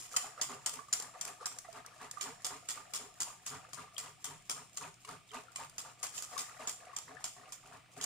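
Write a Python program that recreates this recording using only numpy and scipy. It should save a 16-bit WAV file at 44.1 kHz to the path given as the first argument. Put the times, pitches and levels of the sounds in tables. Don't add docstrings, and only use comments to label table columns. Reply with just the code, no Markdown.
import sys
import numpy as np
from scipy import signal
from scipy.fft import rfft, irfft
from scipy.io import wavfile
from scipy.ndimage import uniform_filter1d

SR = 44100
rng = np.random.default_rng(int(sys.argv[2]) if len(sys.argv) > 2 else 0)


def to_wav(s):
    ch = np.atleast_2d(s).T
    pcm = np.round(np.clip(ch, -1, 1) * 32767)
    wavfile.write(sys.argv[1], SR, pcm.astype(np.int16))


N = 355005
TIME = np.arange(N) / SR
BRUSH_LEAD_S = 0.019

# t/s, blow level/dB, left minus right/dB, clatter length/s, knock re blow/dB,
# ping re blow/dB, lag of the wave/s, wave level/dB, gulp level/dB
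STROKES = [(0.1637, -19, 1.5, 0.0034, 2.5, -2.5, 0.1, -43, -62.5),
           (0.413, -21.5, 0, 0.019, -20, -3, .11, -38, -52.5),
           (0.661, -19.5, 2, 0.0094, -33, -11, 0.11, -45, -59),
           (0.927, -21.5, 3.5, 0.012, -20, 1.5, 0.11, -44, -64),
           (1.211, -26.5, 6, 0.004, -22, 1, 0.078, -45.5, -62),
           (1.4572, -24.5, -1, 0.011, -17, -14, 0.075, -48.5, -69),
           (1.727, -43, 3, 0.0073, 0, -20, 0.05, -43, -60),
           (1.979, -51, 0, .0066, -14, -14, 0.061, -39.5, -58),
           (2.21, -27, -2.5, 0.032, 2, -20, 0.07, -38.5, -52.5),
           (2.4456, -25, -2, 0.023, -7, -22, 0.09, -39.5, -55.5),
           (2.687, -26, -2, 0.03, -4, -16, 0.091, -43, -65.5),
           (2.936, -27, 1.5, 0.042, -2, -18, 0.09, -43, -57),
           (3.203, -24, 2, 0.019, -4, -5, 0.091, -42, -73),
           (3.463, -29, 0.5, 0.035, -6, -12, 0.083, -40.5, -56),
           (3.732, -34.5, 6, 0.015, 1, -8, 0.075, -41, -60),
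           (3.98, -26, 0, 0.016, -4, -7, 0.081, -41.5, -63),
           (4.2425, -27.5, 2.5, 0.018, -18, -10, 0.071, -42.5, -59.5),
           (4.4958, -23.5, 0, 0.019, -3, -20, 0.096, -44.5, -62),
           (4.7716, -28, 4, 0.0085, -10, -8, 0.073, -38.5, -58.5),
           (5.048, -42, 5, 0.0056, 9, -21, 0.067, -38, -57),
           (5.315, -50, 8, 0.0051, 13.5, -22, 0.052, -37.5, -53.5),
           (5.5588, -30, -0.5, 0.0096, 5.5, -16, 0.06, -38, -67),
           (5.781, -30, 0.5, 0.026, 0, -29, 0.1, -45, -73),
           (6.029, -26, 5, 0.012, -12, -13, 0.023, -37, -81),
           (6.178, -34, -14, 0.0076, 1, -6, 0.17, -43.5, -69),
           (6.378, -25, -1.5, 0.031, -19, -19, 0.033, -49, -63.5),
           (6.592, -59, 0, .008, -14, -14, 0.03, -41, -57.5),
           (6.673, -28.5, -5, 0.036, -23, 2, 0.0084, -37.5, -63),
           (6.964, -28, -5.5, 0.0067, -4, -5.5, 0.15, -50.5, -57.5),
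           (7.241, -24.5, 1.5, 0.012, -19, -10, 0.16, -53, -65),
           (7.522, -34.5, -2, 0.016, -2, -20, 0.15, -77, -67),
           (7.7, -67, -2, .008, -14, -14, 0.054, -46.5, -63.5),
           (7.96, -73, -4, .008, -17, -12, 0.033, -49, -54.5),
           (8.012, -29, -3.5, .13, -20, -16, 0.034, -54, -56)]
# middle t/s, length/s, level/dB
SCRAPES = [(0.01, 0.13, -45), (0.139, 0.061, -47.5), (1.274, 0.031, -46), (6.055, 0.035, -42),
           (6.175, 0.079, -42.5), (6.24, 0.024, -43.5), (6.402, 0.26, -56)]


def undb(db):
    return 10 ** (np.asarray(db) / 20)


def unit(x):
    return x / np.sqrt(np.mean(x ** 2))


def fade(t, t60):
    return np.exp(-np.log(1000) * t / t60)


def add(track, s, sound):
    i = max(int(s * SR), 0)
    room_left = max(N - i, 0)
    track[..., i:i + sound.shape[-1]] += sound[..., :room_left]


def panned(db, pan_db):
    return undb(db + pan_db * np.array([[1], [-1]]))


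def through(x, response):
    return signal.fftconvolve(np.atleast_2d(x), np.atleast_2d(response), axes=-1)[:, :N]


def colour(x, points, size=4096):
    hz, db = np.transpose(points)
    grid = np.linspace(1, SR / 2, size // 2 + 1)
    cepstrum = irfft(np.log(undb(np.interp(np.log(grid), np.log(hz), db))))
    cepstrum[1:size // 2] *= 2
    cepstrum[size // 2 + 1:] = 0
    response = irfft(np.exp(rfft(cepstrum)))
    return through(x, response / np.linalg.norm(response))


def grit(spread_db):
    return unit(rng.standard_normal(N) * undb(spread_db * np.clip(rng.standard_normal(N), -2, 2)))


def pair(source, apart=1.0):
    return unit(source() + apart * np.array([source(), source()]))


def swells(rows, skew=0.6):
    t = TIME[::64]
    out = np.zeros(len(t))
    for s, length, db in rows:
        position = 2 * (t - s) / length + skew
        width = 1 + skew * np.sign(position)
        out += undb(db) * np.exp(-np.minimum((position / width) ** 2, 20))
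    return np.interp(TIME, t, out)


def kitchen():
    # f/Hz, density level/dB
    air_spectrum = [(15, -49), (25, 1), (60, -9), (105, -0.5), (152, -4.5), (331, -9), (684, -25.5),
                    (1300, -33.5), (2300, -7), (6700, -23), (8810, -17), (11800, -38), (15500, -25.5)]
    # f/Hz, rms level/dB
    hum_tones = [(120, -74.5), (177.5, -81)]
    air = colour(pair(lambda: rng.standard_normal(N)), air_spectrum)
    hum = sum(undb(db) * np.sqrt(2) * np.sin(2 * np.pi * hz * TIME) for hz, db in hum_tones)
    return undb(-67.0) * air + hum


def room(x, t60, wet_db):
    t = np.arange(SR // 2) / SR
    tail = rng.standard_normal((2, len(t))) * fade(t, t60) * (1 - np.exp(-t / 0.00078))
    return x + undb(wet_db) * through(x, tail / np.linalg.norm(tail[0]))


def pot_cavity(x):
    # f/Hz, level/dB, t60/s
    air_modes = [(637.4, 0.5, 0.33), (724, -2.5, 0.23), (1215, -1, 0.06), (2047, -5.5, 0.16)]
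    t = np.arange(SR // 4) / SR
    response = np.zeros(len(t))
    for hz, db, t60 in air_modes:
        gain = undb(db) * 2 * np.log(1000) / (t60 * SR)
        response += gain * fade(t, t60) * np.cos(2 * np.pi * hz * t)
    return x + through(x, response)


def bubble(hz, cycles, glide):
    life = cycles / hz
    t = np.arange(int(life * SR) + 2) / SR
    tone = np.sin(2 * np.pi * hz * t * (1 + glide * t / life))
    return tone * fade(t, life) * (1 - np.exp(-t * hz / 2))


def froth(top_hz, cycles, spread_db, low_hz=485.0, pitches=48, count=130):
    out = np.zeros(N)
    for hz in np.geomspace(low_hz, top_hz, pitches):
        blip = hz * bubble(hz, cycles, glide=0.065)
        when, loudness = rng.random((2, count))
        places = (when * N).astype(int)[:, None] + np.arange(len(blip))
        copies = np.outer(undb(spread_db * loudness), blip)
        out += np.bincount(places.ravel() % N, copies.ravel(), N)
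    return unit(out)


def liquid(spectrum, spray_db, top_hz, cycles, spread_db):
    bubbles = pair(lambda: froth(top_hz, cycles, spread_db), apart=0.47)
    spray = pair(lambda: grit(spread_db=10.0))
    return unit(colour(bubbles, spectrum)) + undb(spray_db) * colour(spray, spectrum)


def waves(longest_s=0.074, shortest_s=0.01774):
    return [(s + lag, min(longest_s, shortest_s + lag), db) for s, *_, lag, db, _ in STROKES]


def splash():
    # f/Hz, level/dB
    splash_spectrum = [(200, -8), (450, -9.5), (560, -5.5), (680, -3), (950, 1.5), (1220, 2), (1520, -4),
                       (1800, -7.5), (2600, -7.5), (4000, -6.5), (7000, -22), (10000, -16.5), (15000, -53)]
    spurts = [(s + 0.019, 0.044, db - 19.5) for s, db, *_ in STROKES]
    envelope = np.hypot(swells(waves()), swells(spurts))
    return envelope * liquid(splash_spectrum, spray_db=-5, top_hz=2680, cycles=19.7, spread_db=18.5)


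def agitation(attack_s=0.0021, release_s=0.013, slap_db=-13, slap_s=0.0085):
    # t/s, level/dB
    swirl_levels = [(0.0, -63), (0.3, -54), (0.85, -64.5), (1.35, -57.5), (1.62, -60), (2.05, -67),
                    (2.4, -57.5), (2.85, -57), (3.4, -63.5), (3.65, -55), (4.15, -64.5), (5.28, -66.5),
                    (5.5, -61), (5.98, -61), (6.5, -53), (7.03, -62.5), (8.05, -60.5)]
    # start t/s, length/s, level/dB
    churns = [(0.103, 0.051, -50), (0.371, 0.027, -49), (0.567, 0.096, -57), (0.727, 0.088, -52),
              (0.984, 0.12, -54), (1.134, 0.061, -49), (1.257, 0.05, -49), (1.401, 0.045, -46.5),
              (1.644, 0.18, -54), (1.842, 0.2, -54), (2.131, 0.069, -52.5), (5.827, 0.077, -60),
              (6.323, 0.11, -49.5), (6.477, 0.1, -52), (6.59, 0.066, -46), (6.801, 0.14, -50),
              (7.075, 0.16, -52), (7.363, 0.13, -52), (7.629, 0.13, -55), (7.963, 0.11, -47)]
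    churning = np.zeros(N)
    t = np.arange(SR // 2) / SR
    onset = (1 - np.exp(-t / attack_s)) * (1 + undb(slap_db) * np.exp(-t / slap_s))
    for s, length, db in churns:
        release = np.exp(-np.maximum(t - length, 0) / release_s)
        add(churning, s, undb(db) * onset * release)
    return np.hypot(undb(np.interp(TIME, *np.transpose(swirl_levels))), churning)


def swirl(stirring):
    # f/Hz, level/dB
    swirl_spectrum = [(200, -21), (420, 1.5), (540, -6.5), (660, -1), (750, -1), (950, -9), (1220, -0.5),
                      (1520, -9), (1780, -5), (2400, -12), (4000, -4.5), (7200, -10), (10000, -11),
                      (15000, -46)]
    slow_noise = uniform_filter1d(uniform_filter1d(rng.standard_normal(N), size=900), size=600)
    lumps = undb(1.5 * unit(slow_noise))
    gurgle = liquid(swirl_spectrum, spray_db=-9, top_hz=2600, cycles=18, spread_db=32)
    return stirring * lumps * gurgle


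def blips(stirring, count=56, scatter_db=9, pan_db=4.0):
    # f/Hz, pitch scatter as a share, level re stirring/dB
    kinds = [(682, 0.11, 1), (1210, 0.12, 3), (2060, .2, -1)]
    out = np.zeros((2, N))
    for (hz, scatter, db), chances in zip(kinds, rng.random((len(kinds), count, 4))):
        for k, (when, size, force, side) in enumerate(chances):
            i = int((k + when) / count * N)
            gain = stirring[i] * panned(db - scatter_db * force, pan_db * (2 * side + 1))
            pitch = hz * (1 + scatter * (2 * size - 1))
            add(out, i / SR, gain * bubble(pitch, cycles=34, glide=0.11))
    return out


def glugs(rows, modes, scatter, glide, count=2):
    out = np.zeros(N)
    t = np.arange(-SR // 12, SR // 12) / SR
    for (s, length, db), chances in zip(rows, 2 * rng.random((len(rows), len(modes), count, 3)) - 1):
        for (hz, mode_db, share), pockets in zip(modes, chances):
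            for k, (detune, late, phase) in enumerate(pockets):
                cycles = hz * (1 + scatter * detune) * t * (1 + glide * t / length) + phase
                window = np.exp(-np.minimum((count * t / (share * length)) ** 2, 20))
                lag = share * length * ((2 * k + 1 + late) / count - 1)
                burst = undb(db + mode_db) * window * np.sin(2 * np.pi * cycles)
                add(out, max(s + t[0] + lag, 0), burst)
    return out


def gulps(boom_lag_s=0.0124):
    # f/Hz, level/dB, length as a share of the wave's
    pocket_modes = [(265, 0.5, 0.369), (423.5, 3, 0.55)]
    # f/Hz, level/dB, length as a share of the wave's
    body_modes = [(103, -6.5, 0.51), (147.3, -2.5, 0.85), (168, -5, 0.453)]
    # t/s, level/dB
    boom_levels = [(0, 4.5), (2.3, 2.5), (3.1, -8), (3.6, 11), (5.1, 11), (5.4, -7), (5.7, 24), (6.3, -4),
                   (7.8, 8)]
    pockets = [(s, length, db) for (s, length, _), (*_, db) in zip(waves(), STROKES)]
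    rocking = [(s + boom_lag_s, length, db + np.interp(s, *np.transpose(boom_levels)))
               for s, length, db in pockets]
    gulp = glugs(pockets, pocket_modes, scatter=0.065, glide=0.11)
    boom = glugs(rocking, body_modes, scatter=0.052, glide=0.025)
    return undb(-4.0) * gulp + undb(-9.5) * boom


def plops(pan_db=5.0, cycles=36.5, twin_ratio=1.3, twin_lag_s=0.00293, twin_db=-22):
    # t/s, f/Hz, level/dB
    bubbles = [(0.141, 1256, -29.5), (0.242, 790, -36), (0.377, 1270, -35.5), (0.790, 1120, -34.5),
               (0.885, 1170, -40), (1.299, 1195, -39), (1.520, 1290, -42), (1.686, 664, -40),
               (2.172, 1200, -41.5), (2.775, 1200, -35.5), (3.966, 3150, -34), (4.576, 1240, -38.5),
               (5.293, 3570, -47), (5.308, 3080, -44), (5.483, 1340, -47.5), (6.366, 1090, -37),
               (6.596, 614, -38.5), (6.932, 1090, -41.5), (7.168, 1730, -44)]
    out = np.zeros((2, N))
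    for (s, hz, db), side in zip(bubbles, rng.standard_normal(len(bubbles))):
        gain = panned(db, pan_db * side)
        add(out, s, gain * bubble(hz, cycles, glide=0.05))
        add(out, s + twin_lag_s, gain * undb(twin_db) * bubble(hz * twin_ratio, cycles, glide=0.036))
    return out


def milk():
    stirring = agitation()
    surface = undb(-11.5) * splash() + undb(-8.0) * swirl(stirring)
    return gulps() + pot_cavity(surface + undb(0.5) * blips(stirring)) + plops()


def stick_slip(depth_db, size=150):
    jitter = unit(uniform_filter1d(rng.standard_normal(N), size))
    return unit(undb(depth_db * np.clip(jitter, -2, 2)))


def friction(brush_s=0.053, brush_db=-59, drag_db=-13):
    brushes = [(s - BRUSH_LEAD_S, brush_s, brush_db) for s, *_ in STROKES]
    sliding = swells(SCRAPES + brushes) + undb(drag_db) * swells(waves())
    return sliding * stick_slip(depth_db=4.0) * pair(lambda: grit(spread_db=17.5))


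def grazes(count=30, db=-50, scatter_db=3):
    return [(when * N / SR, db + scatter_db * (2 * force - 1)) for when, force in rng.random((count, 2))]


def chatter(count=4, above_db=2.5):
    return [(s + length * (when - 0.5), db + above_db)
            for (s, length, db), chance in zip(SCRAPES, rng.random((len(SCRAPES), count)))
            for when in chance]


def rebounds(count=5, lag_s=0.03, span_s=0.11, below_db=14.5, fall_db_per_s=135):
    return [(s + lag_s + late, db - below_db - fall_db_per_s * late)
            for (s, db, *_), chance in zip(STROKES, rng.random((len(STROKES), count)))
            for late in span_s * chance]


def clatter(count=4, gap_s=0.0095, jitter=0.12):
    rows = []
    chances = rng.standard_normal((len(STROKES), count, 3))
    for (s, db, pan_db, length, *_), chance in zip(STROKES, chances):
        rows.append((s, db, pan_db))
        for k, (late, force, side) in enumerate(chance):
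            delay = gap_s * (k + 1 + jitter * late)
            weaker_db = -2 - 5 * (delay / length) ** 2 + 0.7 * force
            rows.append((s + delay, db + weaker_db, pan_db + 2 * side))
    return rows


def contacts(rows, t60, rattle_db, rattle_t60):
    blow_power, rattle_power = np.zeros((2, 2, N))
    t = np.arange(SR // 5) / SR
    for s, db, pan_db in rows:
        rise = panned(db, pan_db / 2) * (1 - np.exp(-t / 0.0015))
        add(blow_power, s, (rise * fade(t, t60)) ** 2)
        add(rattle_power, s, (rise * fade(t, rattle_t60)) ** 2)
    rattle = undb(rattle_db) * np.sqrt(rattle_power) * stick_slip(depth_db=1.5)
    return (np.sqrt(blow_power) + rattle) * pair(lambda: grit(spread_db=1.0))


def clicks():
    # t/s, level/dB
    wire_clicks = [(0.169, -17.5), (0.666, -27), (0.693, -25.5), (0.738, -30.5), (0.934, -19.5),
                   (0.999, -28), (1.023, -30), (1.25, -27), (1.586, -29.5), (1.862, -36), (2.1115, -30),
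                   (2.466, -26), (2.709, -32), (2.953, -33), (2.968, -33), (3.219, -23.5), (3.230, -26.5),
                   (4.515, -36), (5.696, -41.5), (6.032, -29), (6.179, -32), (6.223, -27.5), (6.243, -35),
                   (6.403, -36), (6.694, -25.5), (6.985, -29.5), (7.276, -38), (8.040, -22.5)]
    ticks = [(s, db, 0) for s, db in wire_clicks + grazes() + rebounds() + chatter()]
    return contacts(ticks, t60=0.016, rattle_db=-26.5, rattle_t60=0.031)


def tinks(rows, low_hz, high_hz, t60, count=6):
    out = np.zeros((2, N))
    t = np.arange(SR // 12) / SR
    for (s, db, pan_db), chance in zip(rows, rng.random((len(rows), 3, count))):
        hz = low_hz * (high_hz / low_hz) ** chance[0]
        phase = chance[1:, :, None]
        tones = np.sin(2 * np.pi * (hz[:, None] * t + phase)).sum(axis=1) / np.sqrt(count)
        add(out, s, panned(db, pan_db / 2) * tones * fade(t, t60))
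    return out


def circle(x, turn_hz, lag_s):
    lag = np.round(lag_s * SR * np.sin(2 * np.pi * turn_hz * TIME)).astype(int)
    return np.array([x[0], x[1, np.clip(np.arange(N) + lag, 0, N - 1)]])


def steel(force):
    # f/Hz, left level/dB, right level/dB
    contact_spectrum = [(40, -16, -20), (487, -14, -9.5), (684, -14, -10.5), (880, -6.5, -12.5),
                        (1310, -4, -8), (2180, -10, -14), (3380, -16, -2), (3930, -6, -10), (5060, -1, -1),
                        (5640, 0.5, -4.5), (7400, -1.5, 9), (8400, 1.5, -11), (10180, -2, -10),
                        (11270, -9.5, -9), (14600, -17, -15)]
    points = np.array(contact_spectrum)
    return np.vstack([colour(force[k], points[:, [0, k + 1]]) for k in range(2)])


def wire_tuning(s):
    # t/s, frequency ratio
    pitch_ratios = [(.4, 1), (1.5, 1.02), (2.4, 0.99), (6.1, 1.04), (7.25, .99)]
    return np.interp(s, *np.transpose(pitch_ratios))


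def struck(rows, modes, detune, scatter_db, tuning=lambda s: 1):
    out = np.zeros((2, N))
    t = np.arange(SR // 10) / SR
    hz, mode_db, t60 = np.transpose(modes)[..., None]
    for (s, db), chance in zip(rows, rng.standard_normal((len(rows), 4, len(modes), 1))):
        pitch = hz * tuning(s) * (1 + detune * chance[0])
        gain = undb(db + mode_db + scatter_db * chance[1])
        tones = np.sin(2 * np.pi * (pitch * t + chance[2:]))
        ring = (gain * fade(t, t60) * tones).sum(axis=1)
        add(out, s, ring * (1 - np.exp(-t / 0.0013)) / np.sqrt(len(modes)))
    return out


def loop_response(count=16, scatter_db=2.5):
    # f/Hz, spread/Hz, level/dB, t60/s
    clusters = [(1225, 300, -1, 0.08), (2206, 750, -4.5, 0.16), (3213, 810, -3.5, 0.29),
                (4750, 820, -10, 0.23), (5360, 700, -13, 0.65), (7140, 600, -11, 0.9),
                (7180, 450, 3.5, 0.17), (8320, 560, -8, 0.43), (8570, 460, -0.5, 0.22),
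                (14850, 560, -5, 0.16)]
    t = np.arange(SR // 2) / SR
    out = np.zeros((2, len(t)))
    for hz, spread, db, t60 in clusters:
        partials = hz + spread * ((np.arange(count) + rng.random(count)) / count - 0.5)
        lines = np.zeros((2, len(t) // 2 + 1), complex)
        lines[:, (partials * len(t) / SR).astype(int)] = np.exp(2j * np.pi * rng.random((2, count)))
        gain = undb(db + scatter_db * (2 * rng.random() - 1))
        out += gain * fade(t, t60) * irfft(lines, len(t))
    return out / np.linalg.norm(out[0])


def ringing(force, count=5, detune=0.01):
    out = np.zeros((2, N))
    sets = [loop_response() for _ in range(count)]
    steps = np.arange(sets[0].shape[1])
    edges = [0] + [int((s - BRUSH_LEAD_S) * SR) for s, *_ in STROKES] + [N]
    for k, chance in enumerate(rng.standard_normal(len(edges) - 1)):
        start, end = edges[k:k + 2]
        tuning = wire_tuning(start / SR) * (1 + detune * chance)
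        response = np.array([np.interp(steps * tuning, steps, side, right=0) for side in sets[k % count]])
        add(out, start / SR, through(force[:, start:end], response))
    return out


def whisk():
    # f/Hz, level/dB, t60/s
    wall_modes = [(1202, -1.5, 0.041), (1920, -2, 0.017), (2452, -4.5, 0.049), (3085, -0.5, 0.033),
                  (3270, -22, 0.015), (4200, -10, 0.03)]
    # f/Hz, level/dB, t60/s
    wire_modes = [(5600, -6, 0.03), (6420, -7, 0.018), (7030, 4, 0.055), (7440, -11, 0.073),
                  (7840, -22, 0.045)]
    strikes = clatter()
    blows = contacts(strikes, t60=0.017, rattle_db=-15.0, rattle_t60=0.088)
    force = undb(-2) * blows + undb(-3.5) * friction()
    ticks = undb(1.5) * clicks()
    tones = undb(-10) * tinks(strikes, low_hz=2194, high_hz=10000, t60=0.04)
    crack = steel(circle(force + ticks, turn_hz=3.85, lag_s=0.00007) + tones)
    wall_hits = [(s, db + knock_db) for s, db, _, _, knock_db, *_ in STROKES] + chatter()
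    wire_hits = [(s, db + ping_db) for s, db, _, _, _, ping_db, *_ in STROKES]
    knock = struck(wall_hits, wall_modes, detune=0.048, scatter_db=-1.0)
    ping = struck(wire_hits, wire_modes, detune=0.0204, scatter_db=2.0, tuning=wire_tuning)
    return crack + undb(-4.0) * knock + undb(2.0) * ping + undb(-6.5) * ringing(force)


def scene():
    metal = room(pot_cavity(whisk()), t60=0.42, wet_db=-7.0)
    sloshing = room(milk(), t60=0.23, wet_db=-4.5)
    return metal + sloshing + kitchen()


def record(dry):
    return signal.sosfilt(signal.ellip(8, 0.2, 70, 15400, fs=SR, output="sos"), dry)


dry = scene()
out = record(dry)
to_wav(out)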